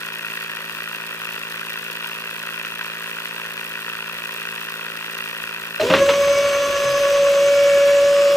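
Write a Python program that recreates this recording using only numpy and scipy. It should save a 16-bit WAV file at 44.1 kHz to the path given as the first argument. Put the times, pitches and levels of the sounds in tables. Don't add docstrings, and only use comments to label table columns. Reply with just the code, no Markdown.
import sys
import numpy as np
from scipy import signal
from scipy.fft import rfft, irfft, next_fast_len
from scipy.io import wavfile
from scipy.ndimage import uniform_filter1d

SR = 44100
rng = np.random.default_rng(int(sys.argv[2]) if len(sys.argv) > 2 else 0)


def wrap_up_sound(samples):
    columns = np.atleast_2d(samples).T
    tamed = np.clip(columns, -1, 1)
    steps = np.round(tamed * 32767).astype(np.int16)
    wavfile.write(sys.argv[1], SR, steps)


def decibels_to_gain(level_db):
    exponent = np.asarray(level_db, float) / 20
    return 10 ** exponent


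N = 368676
TIME = np.arange(N) / SR


def evened(x):
    return x / np.sqrt(np.mean(x ** 2) + 1e-20)


def at_time(points):
    return np.interp(TIME, *np.transpose(points))


def read(points, size):
    hz, value = np.transpose(points)
    return np.interp(np.log(np.fft.rfftfreq(size, 1 / SR) + 1), np.log(hz + 1), value)


def colour(x, spectrum, size=8192):
    log_gain = np.log(decibels_to_gain(np.maximum(read(spectrum, size), -100)))
    whole = np.r_[log_gain, log_gain[-2:0:-1]]
    taps = np.fft.ifft(np.exp(np.conj(signal.hilbert(whole)))).real[:size // 2]
    taps = taps.reshape((1,) * (x.ndim - 1) + (-1,))
    return signal.oaconvolve(x, taps, axes=-1)[..., :N]


def wander(hz):
    at_s = np.arange(0, N + 64, 64) / SR
    b, a = signal.butter(2, hz * 128 / SR)
    noise = signal.lfilter(b, a, rng.standard_normal(len(at_s) + 2000))[2000:]
    return np.interp(TIME, at_s, evened(noise))


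def strikes(at_s, size, decay_ms):
    at = np.clip((at_s * SR).astype(int), 0, N - 1)
    train = np.bincount(at, size * (at_s < N / SR), N)
    u = np.arange(1500) / SR / (decay_ms / 1000)
    return signal.oaconvolve(train, (1 - np.exp(-6 * u)) * np.exp(-u))[:N]


def grit(grain_db):
    grain = np.minimum(rng.exponential(1, N), 4)
    return decibels_to_gain(grain_db * grain) * rng.standard_normal((2, N))


SWITCH_S = 5.82
# missing_hz, time_constant_s
SPIN_UP = [
    (135, .05),
    (30, .13),
]
# start_s, mesh_hz
MESH_SPEED = [(5.8, 563.5), (6.45, 564.8), (6.8, 564.8), (6.95, 563.8), (7.3, 562.4), (7.5, 565.0),
              (7.8, 564.5), (8.0, 566.5), (8.36, 566.2)]
TEETH = 11
# start_s, level_db
LOAD = [(5.82, -34.5), (5.86, -26), (5.92, -21.5), (6.17, -17.5), (6.45, -19), (6.8, -21), (7.2, -15),
        (7.7, -13.5), (8.36, -14.5)]
# centre_s, extra_db
BITES = [(5.84, 7), (5.935, 8.5), (6.022, 10), (6.095, 6.5), (6.21, 3.5), (6.25, 1), (6.31, 5.5),
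         (6.39, 4.5)]
# pinion_multiple, level_db, drift_db_per_s, swing_db, period_s, loudest_s
SWELLS = [(21, -41.5, -3, 1.5, 1.4, 6.9), (22, -33.5, -3.6, 2.5, 1.4, 6.9), (27, -43, 0, 5, 1.15, 6.55),
          (33, -38, -1.5, 4, .98, 6.85), (44, -40.5, .5, 5.5, 1.27, 7.66), (99, -44, 1.2, 3, .65, 7.62),
          (121, -39.5, -4.2, 2.5, 2.8, 7.2), (132, -46.5, 2, 2.5, 1.8, 7.7)]
# mesh_multiple, rms_db
MESH = [(5, -44.5), (6, -46), (7, -52), (8, -48), (10, -47.5), (13, -50.5), (14, -50), (15, -53.5),
        (16, -63), (17, -58), (18, -63), (19, -61), (20, -58)]
# pinion_multiple, rms_db
SHAFT = [(10, -42), (12, -44), (13, -49), (23, -50), (24, -52), (26, -52), (29, -51), (54, -50)]


def mesh_whine(since_s):
    short_hz = sum(hz * np.exp(-since_s / constant_s) for hz, constant_s in SPIN_UP)
    unsteady = .0022 + .017 * np.exp(-abs(TIME - 5.85) / .08)
    mesh_hz = (at_time(MESH_SPEED) - short_hz) * (1.001 + unsteady * wander(35))
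    teeth = np.cumsum(mesh_hz) / SR
    wheel = np.cos(2 * np.pi * (teeth - teeth[int(6.86 * SR)]) / 58)
    bite_db = sum(db * np.exp(-((TIME - s) / .019) ** 2) for s, db in BITES)
    lines = [(1, at_time(LOAD) + bite_db + 0.14 * wander(33))]
    for order, db, drift_db, swing_db, period_s, loudest_s in SWELLS:
        k = round(order) / TEETH
        swing = swing_db * np.cos(2 * np.pi * (TIME - loudest_s) / period_s)
        swell_db = db + swing + drift_db * (TIME - 7.05)
        run_in_db = np.minimum(.022 * (k + 3) * short_hz, 18)
        line_db = swell_db - run_in_db + 7 / k * wheel + .4 * bite_db + 1.9 * wander(18)
        lines.append((k, line_db))
    lines += [(k, db + (2 + k / 10) * wander(k)) for k, db in MESH]
    lines += [(order / TEETH, db + 2.6 * wander(5)) for order, db in SHAFT]
    on = int(5.79 * SR)
    whine = np.zeros(N)
    for k, db in lines:
        whine[on:] += decibels_to_gain(db[on:]) * np.sin(2 * np.pi * (k * teeth[on:] + rng.random()))
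    return np.sqrt(2) * whine


# freq_hz, density_db_per_hz
GEARBOX = [(300, -12), (480, -2), (570, 12.5), (640, -5.5), (760, -9.5), (900, -9.5), (1100, -6.5),
           (1700, -7.5), (2100, -6.5), (2700, -2.5), (3400, -7), (4300, -11.5), (5500, -13.5),
           (7200, -17.5), (8500, -21), (10500, -30), (12500, -32.5)]
# freq_hz, density_db_per_hz
MAST = [(30, -36), (60, -30), (92, 6), (115, 5), (150, 5), (250, 4), (400, 14), (520, -51.5)]


def gear_noise(since_s):
    grind_db = -29.5 + 0.5 * np.exp(-since_s / .2) - 0.83 * since_s
    jolt_s = TIME - 5.93
    shake_db = -35 + 20 * np.exp(np.where(jolt_s < 0, jolt_s / 0.14, -jolt_s / .17))
    a, b = grit(1.0)
    grind = decibels_to_gain(grind_db + 2) * evened(colour(a * decibels_to_gain(0.7 * wander(40)), GEARBOX))
    shake = decibels_to_gain(shake_db - 8.5) * evened(colour(b * decibels_to_gain(1.6 * wander(6.6)), MAST))
    return grind + shake


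def winch():
    since_s = np.maximum(TIME - SWITCH_S, 0)
    switched = np.clip((TIME - 5.795) / 0.0059, 0, 1)
    return (mesh_whine(since_s) + gear_noise(since_s)) * switched


# start_s, peak_db, decay_ms
BLOWS = [(5.8, -16, 7), (5.811, -14, 5.7), (5.898, -8.5, 13), (5.909, -13, 6.2), (5.924, -13, 18),
         (5.937, -6, 10.3), (5.947, -13, 16), (5.963, -11.5, 13), (5.981, -15, 23), (6.087, -7.5, 14),
         (6.1, -17, 14), (6.133, -14.5, 16), (6.279, -16, 7)]
# freq_hz, density_db_per_hz
CLANK = [(60, -82), (300, -28), (900, 2), (1300, 2.5), (1700, -1.5), (2800, -0.5), (4000, -7), (6000, -23),
         (9000, -45), (12000, -49)]
# start_s, pitch_hz,
# peak_db, rise_ms, t60_s
RINGS = [(5.797, 618, -7.5, 3.8, 0.095), (5.815, 643, -13, 3.8, 0.14), (5.801, 350, -24, 4.6, .2),
         (5.821, 250, -28, 10, 0.33), (6.101, 180, -33, 8, 0.27), (6.1, 280, -29.5, 6, 0.24),
         (5.832, 403, -15.5, 5, 0.16), (5.899, 178, -17.5, 4.2, 0.27), (5.9, 620, -8.5, 9.3, 0.18),
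         (5.902, 283, -22, 4.3, 0.35), (5.898, 89, -36.5, 17, 2.4), (5.933, 440, -16.5, 2.2, 0.13),
         (5.948, 220, -24.5, 3.1, 0.29), (6.089, 465, -14.5, 3.9, 0.094), (6.621, 279, -34, 15, 0.42),
         (6.681, 73, -38, 11, .3), (6.84, 133.6, -29.5, 25, 0.51), (8.12, 1237, -34, 40, 10),
         (5.8, 4100, -23, 2, 0.077)]


def clatter():
    rattle = np.zeros(N)
    for start_s, peak_db, decay_ms in BLOWS:
        rattle += strikes(np.array([start_s]), decibels_to_gain([peak_db]), decay_ms)
    crack = strikes(np.array([5.9385]), decibels_to_gain([11]), .1)
    out = colour(rattle * grit(1.44)[0] + crack, CLANK) * decibels_to_gain(1)
    for start_s, hz, db, rise_ms, t60_s in RINGS:
        start = round(start_s * SR)
        t = TIME[:N - start]
        envelope = decibels_to_gain(db - 60 * t / t60_s) * (1 - np.exp(-1000 * t / rise_ms))
        out[start:] += envelope * np.sin(2 * np.pi * hz * t)
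    return out


# place_turns, decay_ms, casing_db, brush_db, scatter_db, timing_scatter_ms
KNOCKS = [
    (.87, 1.4, 0, -11, 2.2, .35),
    (.955, .8, -1.5, -15, 2.8, .3),
    (.075, 1.1, -2.5, -20, 3.2, .3),
    (.475, 1.4, -5.5, -8, 3.3, .4),
    (.44, .45, -14, 1.5, 4, .3),
    (.66, 1.4, -20, 0, 3.4, .4),
]
# start_s, peak_db
HARD = [(0.033, -15), (0.0866, -20), (0.337, -25), (0.3726, -12), (0.4955, -16), (0.569, -16),
        (0.8050, -14), (0.9474, -14), (1.219, -24), (1.3423, -20), (1.5941, -20), (2.044, -13.5),
        (2.649, -13), (2.811, -14), (3.2554, -19), (3.7538, -16), (3.9523, -13.5), (4.096, -16),
        (4.4528, -16), (4.488, -16), (4.8804, -25), (5.042, -18), (5.2053, -14), (5.261, -19),
        (5.4003, -17), (5.438, -16), (5.546, -18)]
# freq_hz, density_db_per_hz
CASING = [(410, -28), (700, -24.5), (828, -17), (970, -5), (1270, -4), (1450, 3), (1760, 0.5), (1900, 4),
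          (2180, -10), (2420, 3), (2700, 5.5), (2970, -4.5), (3260, -3), (3650, -10), (6500, -22.5),
          (8450, -62), (14300, -120)]
# freq_hz, density_db_per_hz
BRUSH = [(3240, 14.5), (5500, 3.5), (7630, 1.5), (8770, 5.5), (10100, 1), (12100, 5.5), (14700, 5.5),
         (15600, -3)]


def loose_parts(turns):
    casing, brush = .17 + np.zeros(N), .16 + np.zeros(N)
    snap = np.zeros(N)
    count = np.arange(int(turns[-1]) + 2)
    shared = rng.standard_normal(len(count))
    for place, decay_ms, casing_db, brush_db, scatter_db, late_ms in KNOCKS:
        late, rough = rng.standard_normal((2, len(count)))
        at_s = np.interp(count + place - 1, turns, TIME, left=N, right=N) + late_ms / 1000 * late
        size = decibels_to_gain(scatter_db * np.minimum(rough + 0.3 * shared, 1.2))
        blow = strikes(at_s, size, decay_ms)
        snap += decibels_to_gain(casing_db) * strikes(at_s, size, 0.095)
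        casing += decibels_to_gain(casing_db) * blow
        brush += decibels_to_gain(brush_db) * blow
    hard_s, hard_db = np.transpose(HARD)
    casing += strikes(hard_s, decibels_to_gain(hard_db + 15), 2)
    snap += strikes(hard_s, decibels_to_gain(hard_db + 26.5), 0.044)
    knocking = casing * grit(0.6) + decibels_to_gain(4) * snap
    ticking = brush * decibels_to_gain(1.9 * wander(45)) * grit(2)
    rattle = decibels_to_gain(-30) * evened(colour(knocking, [(150, -97)] + CASING))
    ticks = decibels_to_gain(-39.5) * evened(colour(ticking, [(900, -90)] + BRUSH))
    return rattle + ticks


# shaft_multiple, level_db
HUM = [(1, -23), (2, -17), (3, 0), (4, -4), (5, -10), (6, -15), (7, -1), (8, -7.5), (9, -6.5), (10, -7.5),
       (11, -10.5), (12, -13), (13, -14), (14, -17), (15, -22), (16, -11), (17, -5), (18, -7), (19, -7)]


def motor_hum(turns):
    hum = np.zeros(N)
    for k, db in HUM:
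        hum += decibels_to_gain(db + 0.6 * wander(10.5)) * np.sin(2 * np.pi * (k * turns + rng.random()))
    return decibels_to_gain(-46) * evened(hum)


# freq_hz, density_db_per_hz
RUMBLE = [(25, -41), (38, -36), (47, -10), (60, -6.5), (130, -18), (250, -7), (420, -2), (520, 2.5),
          (720, -8), (900, -19)]


def rumble(turns):
    throb = 1 + 1.3 * np.cos(2 * np.pi * (turns - .03))
    return decibels_to_gain(-46.5) * evened(colour(throb * grit(0.52), RUMBLE))


# freq_hz, likeness_0_to_1
SAME = [(80, 0.74), (700, 0.84), (1450, 0.87), (2150, 0.82), (2800, 0.68), (4200, 0.58), (5600, 0),
        (7000, 0), (10000, 0.14), (15000, 0.1)]
# freq_hz, tilt_db
TILT = [(60, 0), (180, 3), (550, 3), (1650, 0.5), (4970, -0.5), (15000, 3)]


def at_ports(pair):
    size = next_fast_len(N)
    a, b = rfft(pair, size)
    same = np.clip(read(SAME, size), 0, 1)
    tilt = decibels_to_gain(read(TILT, size) / 2)
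    late = np.exp(-2j * np.pi * np.fft.rfftfreq(size) * 6)
    right = same * a * late + np.sqrt(1 - same ** 2) * b
    return irfft([a * tilt, right / tilt], size)[:, :N]


# start_s, turns_per_s
SPIN = [(0.0, 55.4), (0.4, 55.76), (1.2, 55.54), (1.6, 55.59), (2.0, 56.14), (2.4, 55.96), (2.8, 56.13),
        (3.6, 55.97), (4.8, 55.83), (5.2, 55.9), (5.6, 55.66), (6.0, 55.87), (7.2, 55.67), (8.36, 55.67)]


def drill():
    turns = .21 + np.cumsum(at_time(SPIN)) / SR
    return at_ports(loose_parts(turns) + rumble(turns) + motor_hum(turns))


def scene():
    return winch() + clatter() + drill()


# freq_hz, side_over_mid_db
SIDE_KEPT = [(100, -30), (800, -26), (1200, -20), (5300, -20), (5900, -7), (8000, -7), (8600, -6),
             (11000, -6), (12000, -20)]


def narrowed(x):
    mid, side = signal.stft([x[0] + x[1], x[0] - x[1]], nperseg=2048, noverlap=1024)[2]
    starts = np.arange(0, 1025, 16)
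    band = np.arange(1025) // 16

    def power(z):
        return uniform_filter1d(np.add.reduceat(abs(z) ** 2, starts)[band], size=2, axis=1)

    side = side * (power(side) > power(mid) * decibels_to_gain(2 * read(SIDE_KEPT, 2048))[:, None])
    return signal.istft([mid + side, mid - side], nperseg=2048, noverlap=1024)[1][:, :N] / 2


def roll_off(x):
    return signal.sosfilt(signal.butter(12, 15760, fs=SR, output="sos"), x)


def record(dry):
    taps = signal.firwin(511, 15750, window=("kaiser", 9), fs=SR)
    limited = signal.oaconvolve(np.tanh(dry / 2) * 2, taps[None], "same")
    return roll_off(narrowed(limited))


dry = scene()
out = record(dry)
wrap_up_sound(out)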